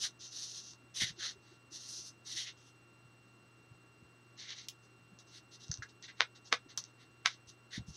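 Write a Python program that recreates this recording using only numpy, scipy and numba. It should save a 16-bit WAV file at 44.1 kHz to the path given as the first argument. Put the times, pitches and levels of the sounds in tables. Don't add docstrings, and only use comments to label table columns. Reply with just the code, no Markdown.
import sys
import numpy as np
from scipy import signal
from scipy.fft import rfft, irfft, next_fast_len
from scipy.io import wavfile
from scipy.ndimage import uniform_filter1d
from numba import njit

SR = 44100
rng = np.random.default_rng(int(sys.argv[2]) if len(sys.argv) > 2 else 0)


def transcribe(u):
    v = np.clip(np.atleast_2d(u).T, -1, 1)
    q = np.round(v * 32767).astype(np.int16)
    wavfile.write(sys.argv[1], SR, q)


N = 351064
TIME = np.arange(N) / SR

# start in seconds, relative level in dB, brightness in dB per octave,
# flutter time in seconds, lower and upper edge of the sound's range in Hz.
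CREASE_SNAPS = [(6.2066, -6.5, 0.3, 0.0032, 448, 4830), (6.5263, -7, -0.67, 0.017, 150, 11100),
                (7.259, -7, 0.5, 0.012, 1020, 10800)]
# frequency in Hz, relative level in dB.
CREASE_SPECTRUM = [(100, -20), (300, -13), (520, -9.5), (850, -6), (1100, 1.5), (1400, 0.5), (2150, 1.5),
                   (2650, -3.5), (3700, -2), (5000, -4.5), (6200, -5.5), (7500, -24), (10500, -29.5),
                   (15500, -61)]
TICK_SPECTRUM = [(100, -39), (500, -31.5), (1200, -13.5), (2400, -22.5), (4000, -0.5), (5000, 0), (6100, 9),
                 (6800, -6.5), (7700, -23), (10000, -40), (13000, -46), (16000, -96)]


def sliding_card():
    # frequency in Hz, relative level in dB.
    hiss_spectrum = [(2200, -46.5), (3300, -26.5), (4300, -7.5), (5100, -1.5), (6000, 4), (6600, -3),
                     (7200, -13), (7800, -46), (9000, -31), (15000, -62.5)]
    rasp_spectrum = [(1500, -57), (2400, -6), (2950, -1.5), (3500, -1.5), (4100, -0.5), (4600, -1),
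                     (5500, -7.5), (9000, -45)]
    sheet_spectrum = [(100, -43), (450, -1.5), (1000, -13), (1400, -4.5), (2000, 1), (2350, -2),
                      (3000, -6.5), (5000, -36), (9000, -57)]
    fibre_spectrum = [(3000, -8.5), (6800, -11.5), (8000, 1.5), (9200, 1.5), (10500, -5), (12000, -12),
                      (13500, -22), (15500, -42)]
    # time in seconds, pitch of the edge in Hz, pitch of the sheet in Hz.
    card_pitches = [(0, 3660, 1630), (.4, 4120, 1700), (1.02, 3550, 2030), (1.242, 3900, 1480),
                    (1.8, 4300, 1750), (2.3, 4000, 1920), (2.49, 3320, 2000), (4.38, 3960, 2030),
                    (4.5, 3580, 2020), (4.6, 3840, 2050), (5.83, 3940, 1710), (6.09, 3800, 1930),
                    (7.75, 3830, 1780)]
    times, edge_hz, sheet_hz = np.transpose(card_pitches)
    hiss_gain, rasp_gain, sheet_gain, fibre_gain = hand_strokes()
    fine = slips(per_s=9000, spread_db=2.5, smooth_share=1.0)
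    coarse = slips(per_s=2600, spread_db=2.0, smooth_share=0.64)
    edge = moving_resonance(coarse, np.interp(TIME, times, edge_hz), width_hz=1040)
    sheet = moving_resonance(coarse, np.interp(TIME, times, sheet_hz), width_hz=600)
    sound = hiss_gain * from_db(-0.5) * rms_one(colour(fine, hiss_spectrum))
    sound += rasp_gain * from_db(0.5) * rms_one(colour(edge, rasp_spectrum))
    sound += sheet_gain * from_db(-0.17) * rms_one(colour(sheet, sheet_spectrum))
    sound += fibre_gain * from_db(0.85) * rms_one(colour(fine, fibre_spectrum))
    judder_db = 1.53 * drift(per_s=73)
    return sound * from_db(judder_db)


def hand_strokes():
    # start, rise time and fall time in seconds, relative level in dB,
    # pressure from 0 to 1, fibre hiss in dB compared with that level.
    strokes = [ (-.015, 0.042, .065, -38, 0.47, -17), (.026, 0.027, 0.025, -41, 0.83, -16),
               (0.188, .046, 0.076, -48.5, 0.48, -24), (0.295, 0.11, .14, -44, 0.51, -19),
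               (.44, .13, 0.064, -48, 0.47, -19), (.58, 0.095, 0.073, -53.5, 0, -22),
               (0.939, 0.03, 0.1, -40, 0.63, -15), (0.996, 0.029, 0.034, -31.5, 0.85, -17.5),
               (1.043, 0.032, .045, -42, 0.77, -23.5), (1.15, 0.069, .03, -54.5, 0.63, -34),
               (1.182, 0.047, .11, -39.5, 0.81, -25), (1.4, 0.078, 0.12, -67.5, 0.8, -24),
               (1.7, .06, .05, -48.5, 0.48, -18), (1.777, 0.054, 0.11, -49.5, 0.54, -18),
               (1.858, 0.037, 0.074, -47.5, .35, -12), (1.905, 0.056, 0.083, -47, .25, -17.5),
               (1.99, 0.079, 0.053, -52, .05, -14), (2.243, 0.066, 0.1, -45, 0.62, -17),
               (2.339, 0.059, 0.074, -39.5, 0.71, -20), (2.429, 0.049, 0.045, -49, 0.84, -27),
               (2.563, 0.011, .07, -66, 0.6, -27), (2.59, .098, .028, -66, 0.5, -15),
               (4.36, 0.066, 0.02, -48.5, 0.79, -31), (4.42, 0.023, 0.056, -55, 0.86, -40),
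               (4.46, 0.059, 0.028, -47, 0.88, -40), (4.5, 0.096, 0.086, -55, 0.76, -35),
               (4.818, .024, .028, -69.5, .15, -16), (5.183, .01, 0.039, -61, .45, -20),
               (5.263, 0.027, .06, -63, 0.51, -31), (5.3, 0.076, 0.022, -55, 0.76, -18.5),
               (5.503, 0.044, 0.02, -56.5, 0.64, -20), (5.589, 0.044, 0.031, -54.5, 0.59, -25),
               (5.65, 0.047, 0.04, -61, 0.46, -30), (5.82, 0.011, 0.013, -47.5, .67, -29),
               (5.885, 0.0087, 0.025, -61, 0.6, -32), (6.02, 0.026, 0.027, -50, 0.78, -38),
               (6.076, .012, 0.034, -57, 0.98, -44), (6.15, 0.049, .02, -62, 0.84, -30),
               (6.345, .023, 0.018, -59, 0.74, -33), (6.442, 0.03, .027, -56, 0.4, -30),
               (6.683, .031, 0.022, -55.5, .8, -33), (6.785, 0.02, 0.13, -69, 0.85, -29),
               (6.97, 0.051, 0.038, -65.5, 0.87, -19), (7.285, 0.017, .065, -54.5, 0.79, -37),
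               (7.468, 0.025, 0.023, -54.5, 0.5, -19), (7.703, 0.049, 0.045, -46.5, 0.87, -23),
               (7.862, .028, 0.057, -60.5, 0, -15), (7.915, .048, .04, -55.5, 0.1, -36)]
    # gain in dB at the lightest touch,
    # gain in dB at full pressure, the power that the speed is raised to.
    touch_response = [(0.5, -7.5, 1.13), (-9, 1.5, 1.32), (-33.5, 6, 1.4)]
    power = np.zeros((4, N))
    for start_s, rise_s, fall_s, db, pressure, fibre_db in strokes:
        moving = (TIME > start_s) & (TIME < start_s + rise_s + fall_s)
        ramp = np.interp(TIME[moving] - start_s, [0, rise_s, rise_s + fall_s], [0, 1, 0])
        speed = np.sin(np.pi / 2 * ramp)
        bite = pressure ** 2
        gains = [from_db(db + light + bite * (firm - light)) * speed ** growth
                 for light, firm, growth in touch_response]
        gains.append(from_db(db + fibre_db) * speed ** 1.33)
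        power[:, moving] += np.square(gains)
    return np.sqrt(power)


def snapping_creases():
    # pitch in Hz, relative level in dB, seconds to fade by 60 dB.
    panel_notes = [(495, -17, 0.05), (1420, -21.5, 0.0069), (2130, -26, 0.0072), (3660, -24, 0.0049)]
    snaps = cracks(CREASE_SNAPS, CREASE_SPECTRUM, flutter_db=-7.5, gain_db=8.5)
    sound = snaps.copy()
    for hz, db, fade_s in panel_notes:
        decay, turn = from_db(-60 / (fade_s * SR)), 2 * np.pi * hz / SR
        feedback = decay * np.cos(turn)
        ring = signal.lfilter([1, -feedback], [1, -2 * feedback, decay ** 2], snaps + 1e-18)
        sound += from_db(db) * np.sin(turn) * ring
    return sound


def straining_creases(gain_db, rise_s):
    strain, t = np.zeros(N), np.arange(-rise_s, 0, 1 / SR)
    for snap_s, db, *_ in CREASE_SNAPS:
        add(strain, snap_s - rise_s, from_db(db + gain_db + 30 * t / rise_s))
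    crackle = slips(per_s=2800, spread_db=4.0, smooth_share=0.89)
    return strain * rms_one(colour(crackle, CREASE_SPECTRUM, tilt_db=-1.0))


def ticking_edges():
    # start in seconds, relative level in dB, brightness in dB per octave, flutter in seconds.
    ticks = [(.735, -42, -6.5, 0.007), (1.0105, -42, 5, 0.017), (1.0165, -31, -10, 0.0066),
             (1.0205, -28, 6, 0.0059), (1.043, -31, -2, .005), (4.378, -52, 0, .004),
             (4.3985, -42, -2, 0.0028), (4.412, -55, -6, .0025), (5.1885, -46, 3, 0.0055),
             (5.6822, -43, 1, .006), (5.7146, -21.5, 6, 0.014), (5.7405, -28, 0.5, 0.015),
             (5.7738, -39.5, -4, 0.0029), (6.0255, -41, -2, 0.0033), (6.7752, -21, -4, 0.061),
             (6.8395, -35, 5, 0.0036)]
    return cracks(ticks, TICK_SPECTRUM, flutter_db=-6.0, gain_db=12.0)


def clapping_sheet():
    # start in seconds, relative level in dB, brightness in dB per octave, flutter in seconds.
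    claps = [(5.715, -38.5, -7, 0.042), (5.8225, -27, -4, 0.078), (5.834, -34, -0.5, 0.017),
             (6.7755, -47, -3, 0.011)]
    # frequency in Hz, relative level in dB.
    clap_spectrum = [(200, -50), (1000, -31), (1400, -2), (1650, 1.5), (2000, -3.5), (2600, -22),
                     (8000, -48)]
    return cracks(claps, clap_spectrum, flutter_db=-20, gain_db=11.0)


def flicking_tape():
    # start in seconds, relative level in dB, brightness in dB per octave,
    # flutter time in seconds, lower and upper edge of the sound's range in Hz.
    flicks = [(4.6852, -24, 1.5, 0.021, 800, 17000), (6.7754, -20.5, 9.5, 0.015, 2580, 7600)]
    # frequency in Hz, relative level in dB.
    flick_spectrum = [(200, -69), (1200, -45), (2000, -9), (3200, 5.5), (4200, 0), (5500, 6), (6800, -1.5),
                      (7800, -10.5), (10000, -11.5), (12500, -12.5), (14000, -28), (16000, -11)]
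    return cracks(flicks, flick_spectrum, flutter_db=19, gain_db=9.0)


def peeling_liner(start_s, end_s, level_db):
    fade_in, fade_out = (TIME - start_s) / 0.0045, (end_s - TIME) / 0.045
    pulling = np.clip(np.minimum(fade_in, fade_out), 0, 1)
    jerks = slips(per_s=180, spread_db=19.0, smooth_share=0)
    return pulling * from_db(level_db) * rms_one(colour(jerks, TICK_SPECTRUM, tilt_db=-4.5))


def thumps_and_blips(rumble_db, rumble_fade_s):
    # time of the peak in seconds, level in dB, pitch in Hz, half the length in seconds.
    low_pulses = [(0.207, -64, 340, .04), (.838, -59.5, 267, 0.027), (1.022, -38.5, 222, .0078),
                  (1.037, -39, 141, 0.01), (1.108, -47, 147, .018), (1.187, -56, 350, 0.033),
                  (1.364, -56, 387, 0.025), (1.524, -56, 358, 0.035), (1.721, -57, 323, 0.02),
                  (1.994, -57, 348, 0.018), (2.353, -57, 328, 0.04), (3.06, -56.5, 137, .033),
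                  (3.72, -50.5, 115, 0.029), (4.027, -49, 110, 0.0056), (5.13, -53, 187, 0.034),
                  (5.701, -33, 122, 0.016), (5.796, -42, 99, 0.024), (6.664, -50.5, 306, 0.011),
                  (7.48, -58, 80, 0.022), (7.781, -31, 185, 0.0083), (7.798, -37, 119, 0.027),
                  (7.887, -38.5, 141, 0.013), (7.906, -46.5, 102, .027)]
    # frequency in Hz, relative level in dB.
    rumble_spectrum = [(15, -59), (35, -24), (65, 20), (200, 6.5), (420, -15), (700, -12), (3000, -59)]
    pulses, rumble_gain, after = np.zeros(N), np.zeros(N), TIME[:SR // 4]
    for peak_s, db, hz, half_s in low_pulses:
        t = np.arange(-half_s, half_s, 1 / SR)
        swell = np.exp(-(np.pi * t / half_s) ** 2)
        add(pulses, peak_s - half_s, from_db(db) * np.sin(2 * np.pi * hz * t) * swell)
        add(rumble_gain, peak_s, from_db(db - 60 * after / rumble_fade_s) * np.minimum(after / 0.0042, 1))
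    rumble = rms_one(colour(rng.standard_normal(N), rumble_spectrum))
    return pulses + from_db(rumble_db) * rumble_gain * rumble


def small_room(sound, build_s, fade_s, tail_db):
    # delay in seconds, level in dB compared with the direct sound.
    wall_echoes = [(.0074, -17.5), (0.0107, -13), (0.0164, -20)]
    t = TIME[:SR // 4]
    tail = rng.standard_normal(len(t)) * from_db(-60 * t / fade_s) * np.minimum(t / build_s, 1) ** 2
    response = from_db(tail_db) * unit_energy(flatten_spectrum(tail))
    response[0] = 1
    for delay_s, db in wall_echoes:
        response[round(delay_s * SR)] += from_db(db)
    return signal.fftconvolve(sound, flatten_spectrum(response))[:N]


def background(noise_db, whine_db, whine_hz, switches_per_s):
    # frequency in Hz, relative level in dB.
    noise_spectrum = [(15, -50), (30, -32.5), (50, -15), (85, -4), (170, -3), (240, -3.5), (340, -0.5),
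                      (520, -10), (900, -11.5), (1300, -10), (2200, -16.5), (4000, -21), (6000, -24),
                      (7500, -30), (10000, -36), (15500, -38)]
    # pitch in Hz, average (rms) level in dB.
    steady_tones = [(120, -68), (360, -87.5), (1125, -82.5), (1378, -78.5), (2755, -71), (4133, -84.5),
                    (5511, -94), (5663, -90), (7004, -101)]
    noise = from_db(noise_db) * rms_one(colour(rng.standard_normal(N), noise_spectrum))
    tones = sum(from_db(db) * np.sin(2 * np.pi * (hz * TIME + rng.random())) for hz, db in steady_tones)
    cycle = np.cos(2 * np.pi * switches_per_s * TIME + 1.45)
    switch = np.clip((cycle + 0.58) * 4, 0, 1)
    whine = from_db(whine_db) * switch * np.sin(2 * np.pi * whine_hz * TIME)
    return noise + np.sqrt(2) * (tones + whine)


def slips(per_s, spread_db, smooth_share):
    sizes = from_db(spread_db * np.minimum(rng.exponential(1, N), 4)) * rng.choice([-1, 1], N)
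    clicks = rms_one(sizes * (rng.random(N) < per_s / SR))
    return clicks + smooth_share * rng.standard_normal(N)


def cracks(events, spectrum, flutter_db, gain_db):
    track, t = np.zeros(N), TIME[:2048]
    for start_s, db, tilt_db, flutter_s, *band_hz in events:
        pulse = from_db(flutter_db) * rng.standard_normal(len(t)) * from_db(-60 * t / flutter_s)
        pulse[0] = 1
        pulse = flatten_spectrum(pulse)
        if band_hz:
            pulse = signal.sosfilt(signal.butter(2, band_hz, "band", fs=SR, output="sos"), pulse)
        add(track, start_s, from_db(db + gain_db) * unit_energy(colour(pulse, spectrum, tilt_db)))
    return track


@njit
def moving_resonance(x, hz, width_hz):
    turn, decay = 2 * np.pi * hz / SR, np.exp(-np.pi * width_hz / SR)
    y = np.zeros(len(x))
    for i in range(2, len(x)):
        y[i] = x[i] - x[i - 2] + 2 * decay * np.cos(turn[i]) * y[i - 1] - decay * decay * y[i - 2]
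    return y


def colour(x, spectrum, tilt_db=0):
    size = 2 * next_fast_len(len(x) // 2 + 2048)
    octave = np.log2(np.maximum(np.arange(size // 2 + 1) * SR / size, 1))
    hz, db = np.transpose(spectrum)
    octave = np.clip(octave, np.log2(hz[0]) - 1, np.log2(hz[-1]))
    shape_db = np.interp(octave, np.log2(hz), db) + tilt_db * (octave - np.log2(hz).mean())
    cepstrum = irfft(shape_db * np.log(10) / 20)
    cepstrum[1:size // 2] *= 2
    cepstrum[size // 2 + 1:] = 0
    return irfft(rfft(x, size) * np.exp(rfft(cepstrum)))[:len(x)]


def flatten_spectrum(x):
    power = uniform_filter1d(np.abs(rfft(x, 16384)) ** 2, size=121)
    hz = np.linspace(0, SR / 2, len(power))
    return colour(x, np.column_stack([hz, -10 * np.log10(power)])[1:])


def drift(per_s):
    return rms_one(np.interp(TIME * per_s, np.arange(N), rng.standard_normal(N)))


def add(track, start_s, sound):
    start = max(round(start_s * SR), 0)
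    track[start:start + len(sound)] += sound[:N - start]


def from_db(db):
    return 10 ** (np.asarray(db) / 20)


def rms_one(x):
    return x / np.sqrt(np.mean(x ** 2) + 1e-20)


def unit_energy(x):
    return x / np.sqrt(np.sum(x ** 2) + 1e-20)


def scene():
    handling = sliding_card()
    handling += peeling_liner(start_s=4.376, end_s=4.655, level_db=-62.5)
    handling += straining_creases(gain_db=-27, rise_s=0.014)
    handling += snapping_creases() + ticking_edges() + flicking_tape() + clapping_sheet()
    mono = thumps_and_blips(rumble_db=-9, rumble_fade_s=0.11)
    mono += small_room(handling, build_s=0.013, fade_s=0.096, tail_db=-10)
    mono += background(noise_db=-66.5, whine_db=-79.5, whine_hz=8000, switches_per_s=17.22)
    return np.stack([mono, mono])


def record(dry):
    bass_cut = signal.butter(2, 38, "high", fs=SR, output="sos")
    treble_cut = signal.ellip(12, .1, 80, 15750, fs=SR, output="sos")
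    return signal.sosfilt(treble_cut, signal.sosfilt(bass_cut, dry))


dry = scene()
out = record(dry)
transcribe(out)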